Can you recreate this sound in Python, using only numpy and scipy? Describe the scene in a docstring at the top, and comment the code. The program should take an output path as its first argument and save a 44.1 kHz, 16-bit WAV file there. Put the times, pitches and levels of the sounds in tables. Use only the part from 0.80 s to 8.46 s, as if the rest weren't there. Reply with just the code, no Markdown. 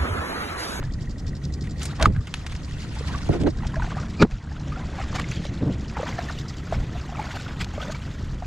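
"""First come a low wind rumble, a slow one-cylinder engine chugging far off and a small plop in the water.
Then people wade close by through a flooded, muddy field, and a fish is dropped into a plastic bucket.
Shaped noise and tiny tones make the water; ringing tones make the plops; noise bursts make the slaps.
Gusts buffet the microphone as low noise, flutter and thuds; regular firings drive the engine's ringing parts.
The stereo picture narrows to mono; a faint side hiss from lossy audio coding remains above 11.8 kHz."""
import sys
import numpy as np
from scipy import signal
from scipy.fft import rfft, irfft
from scipy.io import wavfile
from scipy.ndimage import uniform_filter1d

SR = 44100
rng = np.random.default_rng(int(sys.argv[2]) if len(sys.argv) > 2 else 0)


def inscribe(sig):
    """Save sig as 16-bit PCM at rate SR to the path in sys.argv[1].

    A 1-D sig is mono; a 2-D sig holds one channel per row.
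    Samples are clipped to [-1, 1] before scaling.
    """
    pcm = np.round(np.clip(np.atleast_2d(sig).T, -1, 1) * 32767)
    wavfile.write(sys.argv[1], SR, pcm.astype(np.int16))


N = 337806
T = np.arange(N) / SR  # time of every sample [s]

# Tone colour of the far hiss: (frequency [Hz], relative level per Hz [dB])
FIELD_COLOUR = [(180, -13), (300, -2), (424, -18), (744, -7), (969, -7.5), (1640, -12.5), (1910, -18),
                (2530, -25.5), (6590, -20.5), (11200, -31.5), (15600, -84)]
FIELD_DB = -57  # level of the far hiss [dB]

# Engine speed: (time [s], firings per second [1/s])
ENGINE_SPEED = [(0, 11.6), (1.5, 11.74), (5.5, 11.66), (7.7, 11.45)]
# How loud the engine arrives: (time [s], clatter level [dB], thump level [dB])
ENGINE_LEVELS = [(0, -52.5, -36.5), (1, -51.5, -31), (1.6, -55.5, -37), (2.5, -51.5, -30.5),
                 (4, -58.5, -31.5), (5.4, -52, -35.5), (7.66, -60, -36.5)]
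# Clattering engine parts: (frequency [Hz], width of the first stages [Hz], relative level [dB])
CLATTER_PARTS = [(4070, 1500, 12), (4960, 2250, 27), (6320, 610, 13.5), (7000, 920, 16)]
# Ringing modes of the exhaust: (frequency [Hz], width of the first stage [Hz], relative level [dB])
EXHAUST_MODES = [(67.6, 15, 4.5), (142.3, 6.6, 0), (173.8, 8.6, -7.5), (222.2, 4.8, -9.5),
                 (263.4, 3.7, -17), (300, 8, -14)]
PING_DB = -6  # valve ping against the clatter [dB]

# Steady air on the microphone: (time [s], rumble level [dB], buffet level [dB])
STEADY_WIND = [(0, -28.5, -38), (1.1, -38.5, -36), (1.5, -35, -39.5), (2.1, -33, -39.5), (2.9, -27, -36),
               (3.6, -34.5, -39), (4.3, -36, -33.5), (5.0, -34.5, -34.5), (5.4, -38.5, -37),
               (6.9, -35, -38), (7.66, -32, -38.5)]
# Tone colour of the low rumble: (frequency [Hz], relative level per Hz [dB])
RUMBLE_COLOUR = [(12, -42), (20, 6), (75, 2), (152, -1.5), (220, -11), (290, -40), (480, -120)]
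# Tone colour of the faster buffeting: (frequency [Hz], relative level per Hz [dB])
BUFFET_COLOUR = [(59, -22), (100, 10), (258, 2), (767, -18), (869, -33), (1200, -30), (1560, -27),
                 (2640, -120)]
# Hard gusts: (peak time [s], rise [s], fall [s], rumble level [dB], buffet level [dB],
#              level of the flapping housing [dB], flutter pitch at the peak [Hz])
HARD_GUSTS = [(1.241, 0.052, 0.034, -11, -18.5, -21, 118), (1.269, 0.014, 0.071, -7, -44, -16, 210),
              (1.381, 0.091, 0.044, -15.5, -42, -57, 150), (2.5, 0.0046, 0.025, -13, -8, -30, 180),
              (2.56, 0.077, 0.033, -36, -37, -20.5, 362), (2.68, 0.074, 0.023, -21, -33, -14.5, 326),
              (3.427, 0.022, 0.031, -28, -9, 1.5, 234), (2.615, 0.035, 0.034, -23, -35, -22, 198),
              (3.531, 0.026, 0.062, -18, -37, -60, 200), (4.828, 0.023, 0.042, -28, -27, -21.5, 213),
              (4.885, 0.064, 0.06, -33, -21.5, -20.5, 195), (5.97, 0.075, 0.15, -22, -34.5, -33.5, 151),
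              (6.821, 0.058, 0.023, -24, -34.5, -48, 110)]
FLUTTER_SAG = 0.35  # share of the flutter pitch lost where the gust is weak

# Dull knocks on the housing: (time [s], level [dB], final pitch [Hz], time to fade 60 dB [s],
#                             lag of the left port [radians])
HOUSING_THUDS = [(1.366, -24, 130, 0.12, -1), (2.492, 9, 192, 0.028, 1.3), (2.49, -2, 115, 0.086, 3),
                 (2.676, -13, 310, 0.073, 3), (6.812, -18, 110, 0.042, -2.5)]

# The bucket scrapes a leg: (peak time [s], rise [s], fall [s], level [dB])
BUCKET_SCRAPES = [(3.41, 0.0091, .02, -28), (3.423, 0.018, 0.0063, -8)]
# Ringing modes of the plastic wall: (frequency [Hz], width of the first stage [Hz], relative level [dB])
BUCKET_MODES = [(1226, 34, 4.5), (2420, 210, 1), (4500, 760, -1), (696, 570, -1.5)]

# Sharp slaps on water and bucket: (time [s], level [dB], centre [Hz], time to fade 60 dB [s])
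SHARP_SLAPS = [(0.8375, -42, 1880, 0.18), (0.8705, -37, 2100, 0.025), (1.029, -27, 7900, 0.09),
               (1.0534, -21.5, 8700, 0.046), (1.198, -25, 2120, 0.013), (1.213, -23, 2150, 0.051),
               (1.225, -5.5, 3130, 0.024), (1.259, -14, 1700, 0.012), (1.47, -31, 1940, 0.062),
               (1.5397, -13.5, 2500, 0.019), (1.568, -40, 3900, .012), (1.664, -26.5, 1900, 0.04),
               (1.696, -36, 2000, 0.027), (1.72, -33.5, 1600, 0.053), (1.751, -30.5, 2040, 0.024),
               (2.489, -24, 2000, 0.012), (2.613, -25.5, 900, 0.022), (2.635, -28, 2500, 0.015),
               (2.667, -27, 1770, 0.0081), (2.672, -25, 2200, 0.0055), (2.679, -34, 1800, 0.0074),
               (2.866, -29.5, 3300, 0.052), (3.426, -17, 4500, .012), (3.51, -27.5, 2640, 0.02),
               (3.517, -43, 1200, 0.027), (4.329, -31, 1400, 0.015), (4.354, -26, 1600, 0.065),
               (4.3963, -15.5, 1400, 0.015), (4.418, -27, 2500, .015), (4.6514, -34, 3480, 0.03),
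               (5.17, -32, 2120, 0.02), (6.794, -33, 4200, 0.015), (6.844, -23, 3230, 0.016),
               (7.1207, -28, 5030, 0.027)]

# Air pockets that ring as they close: (time [s], level [dB], rough pitch [Hz], time to fade 60 dB [s])
AIR_POCKETS = [(0.037, -37, 1700, 0.042), (1.199, -21.5, 1040, 0.021), (1.2565, 7.5, 1230, 0.016),
               (1.363, -22.5, 1630, 0.013), (2.163, -36, 853, .06), (2.209, -22.5, 442, 0.019),
               (2.347, -24.5, 1137, 0.041), (2.788, -34, 1610, 0.022), (2.805, -34, 1260, 0.022),
               (2.823, -37, 1930, .025), (2.832, -31, 850, 0.027), (2.852, -29, 842, .03),
               (2.939, -31, 1020, .045), (2.957, -25, 1670, 0.02), (2.964, -26, 630, 0.075),
               (2.996, -23, 960, .04), (3.021, -21, 1500, 0.02), (3.022, -27.5, 835, .04),
               (3.074, -30, 745, 0.034), (3.167, -26.5, 750, 0.041), (3.18, -30, 1215, 0.054),
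               (3.232, -32, 1400, 0.022), (3.868, -40, 600, 0.068), (3.919, -29.5, 1204, .06),
               (3.958, -31, 1370, 0.043), (3.968, -33.5, 736, 0.094), (4.005, -36, 996, 0.043),
               (4.183, -27.5, 772, 0.049), (4.186, -33, 1110, .04), (4.211, -30, 1300, .04),
               (4.328, -27, 1160, 0.018), (4.345, -28, 575, .025), (4.354, -31, 1190, 0.053),
               (4.383, -28, 2280, .035), (4.441, -29.5, 2150, 0.029), (4.652, -23, 575, 0.025),
               (5.148, -37, 1930, .042), (5.1685, -18, 880, 0.015), (5.191, -21.5, 810, 0.022),
               (5.197, -21, 501, 0.043), (5.23, -19, 595, .035), (5.26, -31, 900, 0.033),
               (5.27, -35, 2410, 0.032), (5.288, -25, 1000, 0.025), (5.325, -30.5, 2110, .03),
               (5.382, -27, 1760, 0.037), (5.383, -28, 1330, .025), (5.388, -18, 700, 0.029),
               (5.417, -31, 690, .032), (5.485, -27, 1800, 0.037), (5.505, -30, 760, 0.021),
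               (5.576, -37, 2950, 0.033), (5.655, -35.5, 1340, .03), (5.924, -13.5, 655, 0.024),
               (5.941, -30, 1500, .025), (5.945, -32, 2170, 0.029), (6.131, -38, 1790, .035),
               (6.147, -31.5, 688, 0.087), (6.291, -31, 780, 0.033), (6.322, -29.5, 700, 0.045),
               (6.368, -33, 2290, 0.034), (6.383, -33, 650, .025), (6.392, -20.5, 850, 0.039),
               (6.422, -36, 2190, .04), (6.466, -37, 820, .025), (6.509, -34, 1560, 0.029),
               (6.562, -32, 684, 0.035), (6.568, -33, 1500, .03), (6.662, -33, 1450, 0.044),
               (6.716, -38, 1180, .044), (6.937, -31, 790, 0.031), (6.978, -23.5, 594, 0.031),
               (7.0, -29, 1250, .055), (7.022, -29, 580, .035), (7.027, -29, 1500, 0.033),
               (7.045, -34, 537, .062), (7.078, -38, 3600, .04), (7.08, -31, 566, 0.045),
               (7.094, -27, 618, 0.052), (7.121, -33, 1210, 0.035), (7.145, -33, 2280, 0.042),
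               (7.156, -36, 1290, .04), (7.622, -26, 717, 0.04)]
PLOP_ROUGH, PLOP_RISE = 0.21, 0.038  # share of noise; rise time as a share of the fade time

# Tone colour of the slosh: (frequency [Hz], relative level per Hz [dB])
SLOSH_COLOUR = [(210, -44), (350, -15), (478, -3.5), (610, -1.5), (1130, -1), (1500, -2.5), (5000, -24.5),
                (6500, -62), (11000, -120)]
# Tone colour of the spray: (frequency [Hz], relative level per Hz [dB])
SPRAY_COLOUR = [(880, -10), (1500, 1.5), (2380, -1), (3380, -1), (6380, -7.5), (7250, -10.5),
                (15600, -33.5)]
# Water that keeps moving between steps: (time [s], slosh level [dB], spray level [dB])
CALM_WATER = [(0, -56, -57.5), (.75, -61.5, -59.5), (1.0, -58, -56), (1.3, -62, -115), (2.0, -72, -45),
              (2.73, -68, -55.5), (3.35, -64, -46.5), (3.5, -49, -50), (3.7, -47.5, -53), (5.1, -50, -49),
              (7.66, -52.5, -51)]
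# Legs dragged through water: (peak time [s], rise [s], fall [s], slosh level [dB], spray level [dB])
LEG_STRIDES = [(1.06, 0.082, 0.58, -46.5, -47), (1.6, 0.5, 1, -50, -49), (2.33, 0.4, 0.23, -39, -45.5),
               (3.1, 0.54, 0.4, -41, -46.5), (4.2, 0.27, 0.19, -45, -50), (4.55, 1, 0.22, -70, -41.5),
               (5.3, 0.14, 0.96, -60, -46.5), (6.5, 0.37, 0.69, -43.5, -44), (7.03, 0.23, 0.49, -42, -42.5)]
# Short splashes: (peak time [s], fall [s], slosh level [dB], spray level [dB])
SHORT_SPLASHES = [(0.031, 0.054, -38.5, -66), (1.02, 0.049, -52, -38), (1.212, 0.031, -23, -55),
                  (1.227, 0.027, -16, -28), (1.256, 0.022, -17, -20.5), (1.363, 0.095, -40.5, -57),
                  (2.542, 0.11, -37.5, -35.5), (2.672, 0.023, -25, -39), (2.84, 0.063, -39, -53),
                  (3.03, 0.015, -35.5, -54), (3.18, 0.15, -39, -52), (3.426, 0.012, -1, -15),
                  (3.521, 0.048, -34.5, -39.5), (4.008, 0.15, -42, -71), (4.2, 0.15, -40, -46),
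                  (4.36, 0.065, -32.5, -34.5), (4.397, 0.03, -28.5, -31), (4.647, 0.059, -57, -39),
                  (5.17, 0.036, -31.5, -61), (5.21, 0.098, -37, -40.5), (5.289, 0.14, -35, -41.5),
                  (5.4, 0.11, -37.5, -63), (5.5, 0.073, -38.5, -41.5), (5.937, 0.14, -37.5, -42),
                  (6.16, 0.11, -41.5, -52), (6.4, 0.31, -39, -49), (6.57, 0.089, -44, -42),
                  (6.68, 0.13, -41, -52), (6.813, 0.039, -40, -27)]
SPLASH_RISE = 0.78  # rise of a splash as a share of its fall
STRIDE_BEND, SPLASH_BEND, GUST_BEND = 1.06, 0.95, 1.49  # roundness of the peaks
BUBBLY, CRACKLY = 2.2, 1.0  # bubbles and mud crackle against the wash

# Stereo picture and coding: (time [s], side gain [dB],
#                             level of the coding hiss and treble above 11.8 kHz [dB])
STEREO_WIDTH = [(0, -2, 6), (1.5, -1.5, 2), (2.45, 2, 0), (2.72, 1.5, -5), (2.95, -13, -9),
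                (3.47, -24, -10), (3.6, -48, -10), (5.1, -49, -6), (5.4, -34.5, 4.5), (7.66, -43, 3.5)]
EDGE_HZ = 15700  # upper limit of the sound [Hz]


def amp(db):
    """Turns decibels into a plain gain."""
    return 10 ** (np.asarray(db) / 20)


def evened(x):
    """Brings a sound to an average (rms) level of 1."""
    return x / np.sqrt(np.mean(x ** 2) + 1e-20)


def curves(rows):
    """Each column of a table as a value for every sample."""
    s, *columns = np.transpose(rows)
    return [np.interp(T, s, c) for c in columns]


def add(mix, s, sound):
    """Adds a short sound to the mix, starting at time s."""
    part = mix[round(s * SR):][:len(sound)]
    part += sound[:len(part)]


def colour(x, points):
    """Filters x by the listed levels per frequency, then sets its rms to 1."""
    f, db = np.transpose(points)
    hz = np.fft.rfftfreq(N, 1 / SR)
    gain = amp(np.interp(np.log(hz + 1), np.log(f), db, -120, -120))
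    return evened(irfft(rfft(x) * gain, N))


def resonate(x, hz, width):
    """One ringing mode of gain 1; a wider mode dies sooner."""
    r = np.exp(-np.pi * width / SR)
    return 2 * signal.lfilter([1 - r], [1, -r * np.exp(2j * np.pi * hz / SR)], x).real


def lumps(span_s, depth_db):
    """A gain that wanders at random, holding for about span_s."""
    size = max(round(span_s * SR), 1)
    drift = uniform_filter1d(uniform_filter1d(rng.standard_normal(N), size), size)
    return evened(amp(depth_db * evened(drift)))


def grains(lo_hz, hi_hz, cycles, per_s, spread_db):
    """Tiny bubbles: short rising tones of many pitches, a few of them large."""
    size = amp(spread_db * np.minimum(rng.exponential(1, N), 5)) * (rng.random(N) < per_s / SR)
    kind, out = rng.integers(0, 24, N), np.zeros(N)
    for k, hz in enumerate(np.geomspace(lo_hz, hi_hz, 24)):
        turns = np.arange(round(3 * cycles * SR / hz)) * hz / SR
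        swing = np.sin(2 * np.pi * turns * (1 + 0.005 * turns))
        tone = swing * np.exp(-turns / cycles * 2) * (1 - np.exp(-turns))
        out += signal.oaconvolve(size * (kind == k), tone * np.sqrt(hz))[:N] * np.sqrt(hz)
    return out


def patchy(depth_db):
    """Noise whose loudness drifts in small patches of time and pitch."""
    frames = N // 64 + 5
    a, b, patches = rng.standard_normal((frames, 129, 3)).T
    patches = uniform_filter1d(uniform_filter1d(patches, size=3, axis=0), size=14, axis=1)
    spectrum = (a + 1j * b) * amp(depth_db * evened(patches))
    return evened(signal.istft(spectrum, nperseg=256, noverlap=192)[1][:N])


def pair(x, side_db, pan_db):
    """Left and right from a shared steady sound plus a far-off stretch of it with opposite signs."""
    side = amp(side_db) * np.roll(x, N // 3)
    return np.array([x + side, x - side]) * amp([[pan_db / 2], [-pan_db / 2]])


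def hump(t, s, rise_s, fall_s, bend):
    """A gain of 1 at time s that is 20 dB down rise_s before and fall_s after (2 ms at least)."""
    away = np.where(t < s, (s - t) / max(rise_s, 0.002), (t - s) / max(fall_s, 0.002))
    return amp(-20 * np.minimum(away ** bend, 8))


def swells(steady, *events):
    """Gain of each layer: the steady curve plus the humps of all events, summed in power."""
    coarse = T[::32]  # slow gains need only every 32nd sample
    power = amp(curves(steady))[:, ::32] ** 2
    for rows, bend in events:
        for s, rise_s, fall_s, *db in rows:
            power = power + (amp(db)[:, None] * hump(coarse, s, rise_s, fall_s, bend)) ** 2
    return [np.interp(T, coarse, np.sqrt(p)) for p in power]


def field():
    """The steady far hiss of the open field, made of coloured noise."""
    return amp(FIELD_DB) * pair(colour(rng.standard_normal(N), FIELD_COLOUR), -0.77, -0.6)


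def knock(cycle):
    """A quick rise and decay that starts where the share of the engine cycle passes zero."""
    after = np.maximum(cycle, 0)
    return np.exp(-after / 0.098) * (1 - np.exp(-after / 0.018))


def engine():
    """Each firing rattles loose parts in two quick knocks and drives the exhaust; a valve pings twice a cycle."""
    turns = 0.46 + np.cumsum(curves(ENGINE_SPEED)[0]) / SR
    clatter_db, thump_db = curves(ENGINE_LEVELS)
    strength = amp(1.8 * rng.standard_normal(200))  # no two firings are equally strong
    since, firing = (turns + 0.165) % 1, (turns + 0.1547).astype(int)
    hiss = rng.standard_normal(N)

    knocks = knock(since - 0.03) + 1.1 * knock(since - 0.19)
    puff = knocks * strength[firing] * lumps(span_s=0.002, depth_db=1.5)
    parts = np.zeros(N)
    for hz, width, db in CLATTER_PARTS:
        ring = resonate(resonate(resonate(hiss, hz, width), hz, width), hz, 2 * width)
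        parts += amp(db) * lumps(span_s=0.012, depth_db=3.0) * evened(ring)
    clatter = evened(puff * pair(parts, -8.0, 0.3))

    shuts = np.diff(np.floor(2 * (turns + 0.37)), prepend=0) > 0
    closing = shuts * amp(1.5 * rng.standard_normal(N))
    uneven = 1 + 0.47 * np.cos(2 * np.pi * (turns + 0.41))  # one valve shuts harder
    strike = evened(closing * uneven) + 0.6 * hiss
    ping = evened(resonate(resonate(resonate(strike, 1890, 170), 1900, 200), 2040, 400))

    bang = (np.diff(firing, prepend=0) > 0) * strength[firing]
    flow = evened(bang) + rng.standard_normal(N)  # gas also rushes between firings
    thump = np.zeros(N)
    for hz, width, db in EXHAUST_MODES:
        thump += amp(db) * evened(resonate(resonate(flow, hz, width), hz, 4 * width))
    return amp(clatter_db) * clatter + amp(clatter_db + PING_DB) * ping + amp(thump_db) * evened(thump)


def wind():
    """Lumpy low turbulence; the faster buffeting differs more between the two ports."""
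    swelling = [row[:5] for row in HARD_GUSTS]
    rumble_gain, buffet_gain = swells(STEADY_WIND, (swelling, GUST_BEND))
    rumble = pair(colour(rng.standard_normal(N), RUMBLE_COLOUR), -17.0, -0.4)
    buffet = pair(colour(rng.standard_normal(N), BUFFET_COLOUR), -13.5, -0.1)
    eddies = lumps(span_s=0.0062, depth_db=1.5)
    surges, flurries = lumps(span_s=0.053, depth_db=1.0), lumps(span_s=0.042, depth_db=1.46)
    return eddies * (rumble_gain * surges * rumble + buffet_gain * flurries * buffet)


def gusts():
    """The flapping housing: noise through a wide moving resonance; the two ports share only part of it."""
    out, t = np.zeros((2, N)), T[:round(0.4 * SR)]
    middle = t[-1] / 2
    r = np.exp(-np.pi * 190 / SR)  # resonance width of each stage: 190 Hz
    for s, rise_s, fall_s, _, _, db, hz in HARD_GUSTS:
        shape = hump(t, middle, rise_s, fall_s, GUST_BEND)
        flutter = hz * (1 - FLUTTER_SAG * (1 - np.sqrt(shape)))
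        # shift the moving pitch down to zero, smooth twice, then shift back
        turn = np.exp(2j * np.pi * np.cumsum(flutter) / SR)
        slow = rng.standard_normal((2, len(t))) / turn
        slow = signal.lfilter([1 - r], [1, -r], signal.lfilter([1 - r], [1, -r], slow))
        mid, side = (turn * slow / (abs(slow) + 0.33 * abs(slow).mean())).real  # the flap swings nearly evenly
        mid = evened(mid) + 0.28 * (evened(mid) ** 2 - 1)  # outward swings are sharper
        mid = amp(db) * shape * evened(mid)
        side = 0.44 * amp(db) * shape * evened(side)
        add(out[0], s - middle, mid + side)
        add(out[1], s - middle, mid - side)
    return out * amp([[-1.8], [1.8]])


def thuds():
    """A blow starts high and sinks within a few swings; the ports feel it out of step."""
    out, t = np.zeros((2, N)), T[:6000]
    for s, db, hz, t60, trail in HOUSING_THUDS:
        turns = hz * (t + 4.19 * 0.00422 * (1 - np.exp(-t / 0.0041)))
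        shape = amp(db - 60 * t / t60) * (1 - np.exp(-t / 0.015))
        for ear, lag in zip(out, (trail, 0)):
            add(ear, s, shape * np.sin(2 * np.pi * turns - lag))
    return out * amp([[-2.5], [3.0]])


def scrape():
    """Dense uneven noise, like crowded clicks, rings the plastic wall of the bucket."""
    stroke = sum(amp(db) * hump(T, s, rise_s, fall_s, SPLASH_BEND) for s, rise_s, fall_s, db in BUCKET_SCRAPES)
    rub = rng.standard_normal(N) * lumps(span_s=0.001, depth_db=2.5)
    wall = np.zeros(N)
    for hz, width, db in BUCKET_MODES:
        wall += amp(db) * evened(resonate(resonate(rub, hz, width), hz, 2 * width))
    return (stroke - stroke.min()) * evened(wall)


def slaps():
    """A crackling burst of noise, strongest around its centre, quick to rise and die."""
    out, t = np.zeros((2, N)), T[:4000]
    noises = rng.standard_normal((len(SHARP_SLAPS), 2, len(t)))
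    for (s, db, hz, t60), (a, b) in zip(SHARP_SLAPS, noises):
        shape = amp(db - 60 * t / max(t60, 0.005)) * (1 - np.exp(-t / 0.0008))
        for ear, noise in zip(out, (a + 0.3 * b, a - 0.3 * b)):
            burst = 0.2 * noise + evened(resonate(noise, hz, 0.75 * hz))
            add(ear, s, shape * evened(burst))
    return signal.sosfilt(signal.butter(3, [600, 8500], "bandpass", fs=SR, output="sos"), out)


def plops():
    """Each air pocket is a tone that swells, climbs and dies; mud and spatter roughen it with noise near its pitch."""
    out, t = np.zeros(N), T[:4000]
    noises = rng.standard_normal((len(AIR_POCKETS), len(t)))
    for (s, db, hz, t60), noise in zip(AIR_POCKETS, noises):
        swing = np.sin(2 * np.pi * hz * t * (0.979 + 1.8 * t))
        near = resonate(noise, hz, 0.31 * hz) + 0.5 * resonate(noise, 0.83 * hz, hz)
        spatter = evened(resonate(near, 1.65 * hz, 2 * hz))
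        aged = t / max(t60, 0.005)
        shape = amp(-60 * aged) * (1 - np.exp(-aged / PLOP_RISE)) ** 2
        add(out, s, amp(db) * shape / shape.max() * ((1 - PLOP_ROUGH) * swing + PLOP_ROUGH * spatter))
    return out * amp([[-1.2], [1.2]])


def water():
    """Bubbles and mud crackle in a wash make the slosh, fine droplets the spray."""
    splashes = [(s, SPLASH_RISE * fall_s, fall_s, *db) for s, fall_s, *db in SHORT_SPLASHES]
    slosh_gain, spray_gain = swells(CALM_WATER, (LEG_STRIDES, STRIDE_BEND), (splashes, SPLASH_BEND))
    bubbles = evened(grains(450, 4500, cycles=10.0, per_s=1500, spread_db=3.7))
    crackle = evened(grains(600, 4500, cycles=1.5, per_s=700, spread_db=4.0))
    wash = patchy(depth_db=5.0)
    slosh = pair(colour(BUBBLY * bubbles + CRACKLY * crackle + wash, SLOSH_COLOUR), -16.5, -0.5)
    droplets = evened(grains(1800, 15000, cycles=14.0, per_s=1800, spread_db=4.5))
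    spray = pair(colour(0.62 * droplets + patchy(depth_db=3.5), SPRAY_COLOUR), -5.5, 0.22)
    clumps = lumps(span_s=0.017, depth_db=2.5)  # drops land in clumps
    return slosh_gain * slosh * lumps(span_s=0.012, depth_db=1.5) + spray_gain * spray * clumps


def scene():
    """All layers together, from the background to the water around the feet."""
    return field() + engine() + wind() + gusts() + thuds() + scrape() + slaps() + plops() + water()


def gain_control(heard):
    """Turns everything down after loud moments, then lets the level creep back."""
    power_db = 10 * np.log10(abs(uniform_filter1d((heard ** 2).mean(0), 500)) + 1e-12)
    fall = T * 60.0  # the held loudness sinks by 60 dB a second
    held_db = np.maximum.accumulate(power_db + fall) - fall
    over_db = np.maximum(held_db + 22.0, 0)  # only what exceeds -22 dB counts
    return heard / amp(0.36 * uniform_filter1d(over_db, 300))


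def stereo_picture(left, right):
    """Folds the sound to mono below 11.8 kHz; what lies above has a gain of its own."""
    both = np.array([left + right, left - right]) / 2  # middle and side
    top = signal.oaconvolve(both, signal.firwin(255, 11800, pass_zero=False, fs=SR)[None], "same")
    upper_band = signal.firwin(127, [7800, 11500], pass_zero=False, fs=SR)
    upper = signal.oaconvolve(both[0], upper_band, "same")
    wide, top_gain = amp(curves(STEREO_WIDTH))
    mid = both[0] - top[0] - 0.44 * (1 - wide) * upper + top_gain * top[0]  # in mono the upper treble is duller
    side = wide * (both[1] - top[1]) + top_gain * top[1]  # faint coding hiss above 11.8 kHz is left in the side
    return np.array([mid + side, mid - side])


def record(dry):
    """Microphone roll-off, gain control, the narrowing picture, rounded peaks and a limit to the treble."""
    heard = signal.sosfilt(signal.butter(2, 11000, fs=SR, output="sos"), dry)
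    left, right = gain_control(heard)
    # below about 5500 Hz the left port hears two samples later
    left = left + signal.oaconvolve(np.roll(left, 2) - left, signal.firwin(63, 5500, fs=SR), "same")
    rounded = 0.95 * np.tanh(stereo_picture(left, right) / 0.95)
    edge = signal.firwin(1023, EDGE_HZ, window=("kaiser", 9), fs=SR)
    return signal.oaconvolve(rounded, edge[None], "same")


dry = scene()
out = record(dry)
inscribe(out)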